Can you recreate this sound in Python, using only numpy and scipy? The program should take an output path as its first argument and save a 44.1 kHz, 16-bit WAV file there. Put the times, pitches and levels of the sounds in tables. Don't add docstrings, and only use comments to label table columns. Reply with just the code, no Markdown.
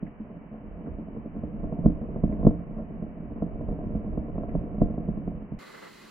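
import sys
import numpy as np
from scipy import signal
from scipy.fft import rfft, irfft, next_fast_len
from scipy.io import wavfile

SR = 44100
rng = np.random.default_rng(int(sys.argv[2]) if len(sys.argv) > 2 else 0)


def master_out(mix):
    frames = np.transpose(np.atleast_2d(mix))
    ceiling = np.clip(frames, -1, 1)
    pcm = np.round(ceiling * 32767).astype(np.int16)
    wavfile.write(sys.argv[1], SR, pcm)


N = 269010
TIME_S = np.arange(N) / SR

# t/s, level/dB
FLOW = [(0.0, -48.5), (0.51, -47), (0.87, -40), (1.27, -42.5), (1.66, -36.5), (1.78, -35.5), (2.12, -37),
        (2.4, -34), (2.57, -39.5), (3.14, -41.5), (3.33, -39), (3.53, -36), (4.3, -35.5), (4.38, -36.5),
        (5.05, -35.5), (5.37, -40.5), (5.56, -47)]
# f/Hz, width/Hz, level/dB, left minus right/dB
CASE_MODES = [(32, 17, 0, 7.5), (50.93, 26, -3, -9), (87, 16, -13.5, 4), (138, 41, -4.5, -1),
              (171, 17, 0.5, -5.5), (215.2, 28.8, 0.5, -0.5), (269.6, 49, -9, -4), (303, 22, -8, 2.5),
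              (385, 66, -18, -5), (473, 45, -17.5, 4), (583, 100, -22, 2.5), (636, 84, -21, -6),
              (699, 42, -22.5, 0), (905, 31, -33.5, 0.5), (1050, 150, -35.5, -6), (1340, 44, -41, -6.5)]
# f/Hz, level/dB
WALL = [(10, -37), (30, -30.5), (130, -10.5), (260, -16.5), (340, -25.5), (500, -23), (540, -35.5),
        (690, -27), (790, -39.5), (1200, -62.5), (1650, -56.5), (3000, -73.5)]
# f/Hz, width/Hz
CASE_LAGS = [(305, 70), (750, 280)]
# f/Hz, level/dB
ROCKING = [(25, -18), (60, -9.5), (103, 3.5), (140, -8), (215, -21.5), (330, -17), (650, -14.5),
           (850, -1.5), (1500, 2)]
# f/Hz, level/dB
SURGE_SPECTRUM = [(10, -24), (22, -4), (33, -1.5), (52, -8), (70, -6), (100, -9.5), (140, -27),
                  (250, -61.5), (600, -100)]
# f/Hz, left minus right/dB
SURGE_PAN = [(25, -1), (35, -1.5), (50, -7.5), (90, -3.5)]
# f/Hz, level/dB
DULL_SPECTRUM = [(100, -3), (300, 5.5), (850, 4), (1100, 1.5), (1400, -4), (1800, -5), (2300, -8.5),
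                 (2700, -11.5), (3100, -14.5)]
# f/Hz, level/dB
WHINE_TONES = [(1916, -83), (2288, -80.5), (2536, -88)]
# t/s, level/dB, hardness as tilt/(dB/octave)
KNOCKS = [(0.026, -26.5, -4.5), (0.199, -33, -6), (0.301, -36, 4), (0.54, -38.5, 8.5), (0.878, -32, 0.5),
          (1.164, -33.5, 6.5), (1.257, -34, 4.5), (1.363, -27.5, 2), (1.435, -23.5, 0.5),
          (1.64, -26.5, 3.5), (1.724, -25.5, 4), (1.787, -25, -2.5), (1.846, -23, -2), (1.859, -9, -1.5),
          (2.16, -24.5, 3.5), (2.237, -15, 0), (2.325, -27, 4.5), (2.393, -29, 3.5), (2.43, -23.5, 5.5),
          (2.449, -16.5, 0), (2.468, -7, 2), (2.783, -40, 17.5), (3.024, -25.5, -0.5), (3.422, -19.5, 3),
          (3.609, -28.5, 5.5), (3.688, -24, 5), (3.788, -31, 4), (3.866, -26.5, -4.5), (3.95, -23, -2),
          (4.175, -22.5, 4), (4.355, -32.5, 8.5), (4.38, -24.5, 5.5), (4.434, -30, 11), (4.551, -17.5, 1.5),
          (4.817, -11, 1), (4.978, -25, 4.5), (5.086, -23, -2.5), (5.172, -26, -2), (5.276, -23.5, 1.5),
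          (5.52, -26, -5)]
# t/s, level/dB, f/Hz, t60/s
GRIT_TICKS = [(0.066, -55, 1930, 0.093), (0.862, -51.5, 1380, 0.11), (2.323, -54.5, 1970, 0.066),
              (4.491, -53.5, 1930, 0.089)]
# f/Hz, level/dB
BRIGHT_SPECTRUM = [(30, -20), (90, -12), (170, -3), (400, -1), (750, -8), (1100, -2), (1900, -5),
                   (2350, -11), (3100, -11), (3600, -15), (4200, -10), (5200, -18), (8000, -23),
                   (15500, -28)]
# f/Hz, width/Hz, boost/dB
BRIGHT_PEAKS = [(1155, 29, 4.8), (1380, 50, 2.5), (2046, 150, 9.7), (2500, 47, 5.6), (3960, 180, 3.4),
                (4320, 77, 1.4), (4700, 69, 2), (7230, 180, 8.3)]
# f/Hz, level/dB
STEADY_EQ = [(400, 10.3), (900, 8.7), (1700, 4.5), (2500, 8.6), (9000, 11.3)]
RUSTLE_EQ = [(100, -15.0), (500, -2), (1000, -8.0), (1900, -10.5), (2800, -14), (6000, -20)]
# f/Hz, correlation
SURGE_CORR = [(40, 0.97), (65, 0.93), (105, 0.35)]
DULL_CORR = [(500, 0.72), (1800, 0.05)]
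BRIGHT_CORR = [(60, -0.078), (180, 0.44), (550, -0.47), (1650, 0.96), (4970, 0.45), (15000, -0.28)]


def amp(db):
    return 10 ** (np.asarray(db) / 20)


def unit_rms(x):
    return x / np.sqrt(np.mean(x ** 2) + 1e-20)


def at_hz(table, hz):
    f, value = np.transpose(table)
    return np.interp(np.log(hz + 1), np.log(f + 1), value)


def at_samples(table):
    return np.interp(TIME_S, *np.transpose(table))


def add(mix, start_s, sound):
    part = mix[:, max(round(start_s * SR), 0):][:, :sound.shape[1]]
    part += sound[:, :part.shape[1]]


def bell(hz, centre_hz, width_hz):
    return 1 / (1 + (1.81 * (hz - centre_hz) / width_hz) ** 2)


def minimum_phase(gain):
    cepstrum = irfft(np.log(gain + 1e-6))
    half = cepstrum.shape[-1] // 2
    cepstrum[..., 1:half] *= 2
    cepstrum[..., half + 1:] = 0
    return irfft(np.exp(rfft(cepstrum)))


def stereo_noise(spectrum_db, corr_table):
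    size = next_fast_len(N, True)
    hz = np.fft.rfftfreq(size, 1 / SR)
    left, independent = rfft(rng.standard_normal((2, size)))
    corr = np.clip(at_hz(corr_table, hz), -1, 1)
    right = corr * left + np.sqrt(1 - corr ** 2) * independent
    return unit_rms(irfft(np.array([left, right]) * amp(spectrum_db(hz)), size)[:, :N])


def waver(rate_hz):
    size = next_fast_len(N, True)
    hz = np.fft.rfftfreq(size, 1 / SR)
    band = hz / rate_hz / (1 + (hz / rate_hz) ** 4)
    return unit_rms(irfft(rfft(rng.standard_normal(size)) * band, size)[:N])


def low_pass(x, edge_hz):
    taps = signal.firwin(1023, edge_hz, window=("kaiser", 8), fs=SR)
    return signal.oaconvolve(x, taps[None], "same", axes=1)


def case_ring(tilt_db_per_oct, bulk_db, knee_hz=260, soft_hz=1250, bulk_hz=110):
    hz = np.fft.rfftfreq(16384, 1 / SR)
    side = np.array([[0.5], [-0.5]])
    modes = sum((amp(db + side * pan) * bell(hz, f, width)) ** 2 for f, width, db, pan in CASE_MODES)
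    power = amp(at_hz(WALL, hz)) ** 2 + modes
    treble_db = tilt_db_per_oct * np.log2(np.clip(hz / knee_hz, 1, 2))
    bass_db = bulk_db / (1 + (hz / bulk_hz) ** 4)
    contact = amp(treble_db + bass_db) / np.hypot(1, (hz / soft_hz) ** 2)
    prompt = minimum_phase(np.sqrt(power) * contact)
    lag_rad = sum(2 * np.arctan2(hz * width, f ** 2 - hz ** 2) for f, width in CASE_LAGS)
    return irfft(rfft(prompt) * np.exp(-1j * lag_rad)) / np.sqrt(power.mean())


def water_patter(gain_db=1.3, taps_per_s=120, spread_db=3, wash=0.7, rock_db=1, eddy_db=1.2, eddy_hz=10):
    sizes = amp(spread_db * np.minimum(rng.exponential(1, (2, N)), 3))
    signs = rng.choice([-1, 1], (2, N))
    taps = sizes * signs * (rng.random((2, N)) < taps_per_s / SR)
    push, twist = unit_rms(taps) + wash * rng.standard_normal((2, N))
    hz = np.fft.rfftfreq(N, 1 / SR)
    twist = irfft(rfft(twist) * amp(at_hz(ROCKING, hz) + rock_db), N)
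    force = np.array([push + twist, push - twist])
    ringing = signal.oaconvolve(force, case_ring(tilt_db_per_oct=2.5, bulk_db=-12), axes=1)[:, :N]
    return unit_rms(ringing) * amp(at_samples(FLOW) + gain_db + eddy_db * waver(eddy_hz))


def pressure_surge(level_db=-41, ref_flow_db=-38, db_per_flow_db=1.3, swell_db=2.5, swell_hz=6,
                   wake_db=-14, wake_rise_s=0.0092, wake_decay_s=0.045):
    swings = stereo_noise(lambda hz: at_hz(SURGE_SPECTRUM, hz), SURGE_CORR)
    pan_db = at_hz(SURGE_PAN, np.fft.rfftfreq(N, 1 / SR)) * np.array([[0.5], [-0.5]])
    surge_db = level_db + db_per_flow_db * (at_samples(FLOW) - ref_flow_db)
    power = amp(surge_db + swell_db * waver(swell_hz))[None] ** 2
    t = np.arange(SR) / SR
    wake = np.minimum(t / wake_rise_s, 1) * np.exp(-t / wake_decay_s)
    for start_s, db, _ in KNOCKS:
        add(power, start_s, (amp(db + wake_db) * wake[None]) ** 2)
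    return irfft(rfft(swings) * amp(pan_db), N) * np.sqrt(power)


def camera_hiss(hiss_db=-56.0, whine_gain_db=1.0):
    hiss = amp(hiss_db) * stereo_noise(lambda hz: at_hz(DULL_SPECTRUM, hz), DULL_CORR)
    whine = np.zeros((2, N))
    for f, db in WHINE_TONES:
        cycles = f * TIME_S + rng.random((2, 1))
        whine += amp(db + whine_gain_db) * np.sqrt(2) * np.sin(2 * np.pi * cycles)
    return hiss + whine


def case_rocking(ringing, rock_db):
    hz = np.fft.rfftfreq(2 * N, 1 / SR)
    sway = irfft(1j * rfft(ringing.mean(0), 2 * N) * amp(at_hz(ROCKING, hz) + rock_db))[:N]
    return ringing + np.array([sway, -sway])


def handling_knocks(gain_db=28.0, bulk_db=0.5, bulk_db_per_db=0.61, lead_db=-15.5, lead_s=0.006,
                    scuff_gain=0.12, scuff_db_per_db=-0.5, scuff_s=0.02,
                    rebound_s=0.04, rebound_db=-18, rebound_db_per_oct=2):
    out = np.zeros((2, N))
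    t = np.arange(-SR // 50, SR // 20) / SR
    rebounds = [(s + rebound_s, db + rebound_db, tilt + rebound_db_per_oct) for s, db, tilt in KNOCKS]
    for start_s, db, tilt in list(KNOCKS) + rebounds:
        friction = rng.standard_normal(len(t))
        lead = friction * (t < 0) * np.exp(-abs(t) / lead_s)
        scuff = friction * (t >= 0) * np.exp(-abs(t) / scuff_s)
        scuff_ratio = scuff_gain * amp(scuff_db_per_db * db)
        rub = amp(lead_db) * lead / np.linalg.norm(lead) + scuff_ratio * scuff / np.linalg.norm(scuff)
        force = ((t == 0) + rub) / np.hypot(1, scuff_ratio / 2)
        ring = case_ring(tilt, bulk_db + bulk_db_per_db * db)
        add(out, start_s + t[0], amp(db + gain_db) * signal.fftconvolve(ring, force[None], axes=1))
    return case_rocking(out, rock_db=-1.5)


def grit_ticks(width_hz=650, rise_s=0.0015):
    out = np.zeros((2, N))
    t = np.arange(SR // 5) / SR
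    hz = np.fft.rfftfreq(len(t), 1 / SR)
    for start_s, db, f, t60_s in GRIT_TICKS:
        white = rng.standard_normal((2, len(t)))
        scratch = unit_rms(irfft(rfft(white) * bell(hz, f, width_hz), len(t)))
        add(out, start_s, scratch * amp(db - 60 * t / t60_s) * np.minimum(t / rise_s, 1))
    return out


def bright_hiss(steady_db=-51.5, rustle_db=-49, crest_s=5.88, swell_db_per_s=8, release_s=0.018,
                flutter_db=2.2, flutter_hz=20):
    def base_db(hz):
        return at_hz(BRIGHT_SPECTRUM, hz) + sum(db * bell(hz, f, width) for f, width, db in BRIGHT_PEAKS)
    steady = stereo_noise(lambda hz: base_db(hz) + at_hz(STEADY_EQ, hz), BRIGHT_CORR)
    rustle = stereo_noise(lambda hz: base_db(hz) + at_hz(RUSTLE_EQ, hz), BRIGHT_CORR)
    t = TIME_S - crest_s
    swell = amp(rustle_db + swell_db_per_s * np.minimum(t, 0) + flutter_db * waver(flutter_hz))
    release = np.exp(-np.maximum(t, 0) / release_s)
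    return amp(steady_db) * steady + swell * release * rustle


def scene(cut_s=5.587, fade_s=0.003, calm_db=-11, treble_edge_hz=3110):
    after_cut = np.clip((TIME_S - cut_s) / fade_s, 0, 1)
    case = handling_knocks() + grit_ticks() + water_patter() * amp(calm_db * after_cut)
    bed = (pressure_surge() + camera_hiss()) * (1 - after_cut)
    bright = bright_hiss() * after_cut * amp([[-0.5], [0.5]])
    return low_pass(case + bed, treble_edge_hz) + bright


def record(dry, floor_db=-99, edge_hz=15900):
    return low_pass(dry + amp(floor_db) * rng.standard_normal((2, N)), edge_hz)


dry = scene()
out = record(dry)
master_out(out)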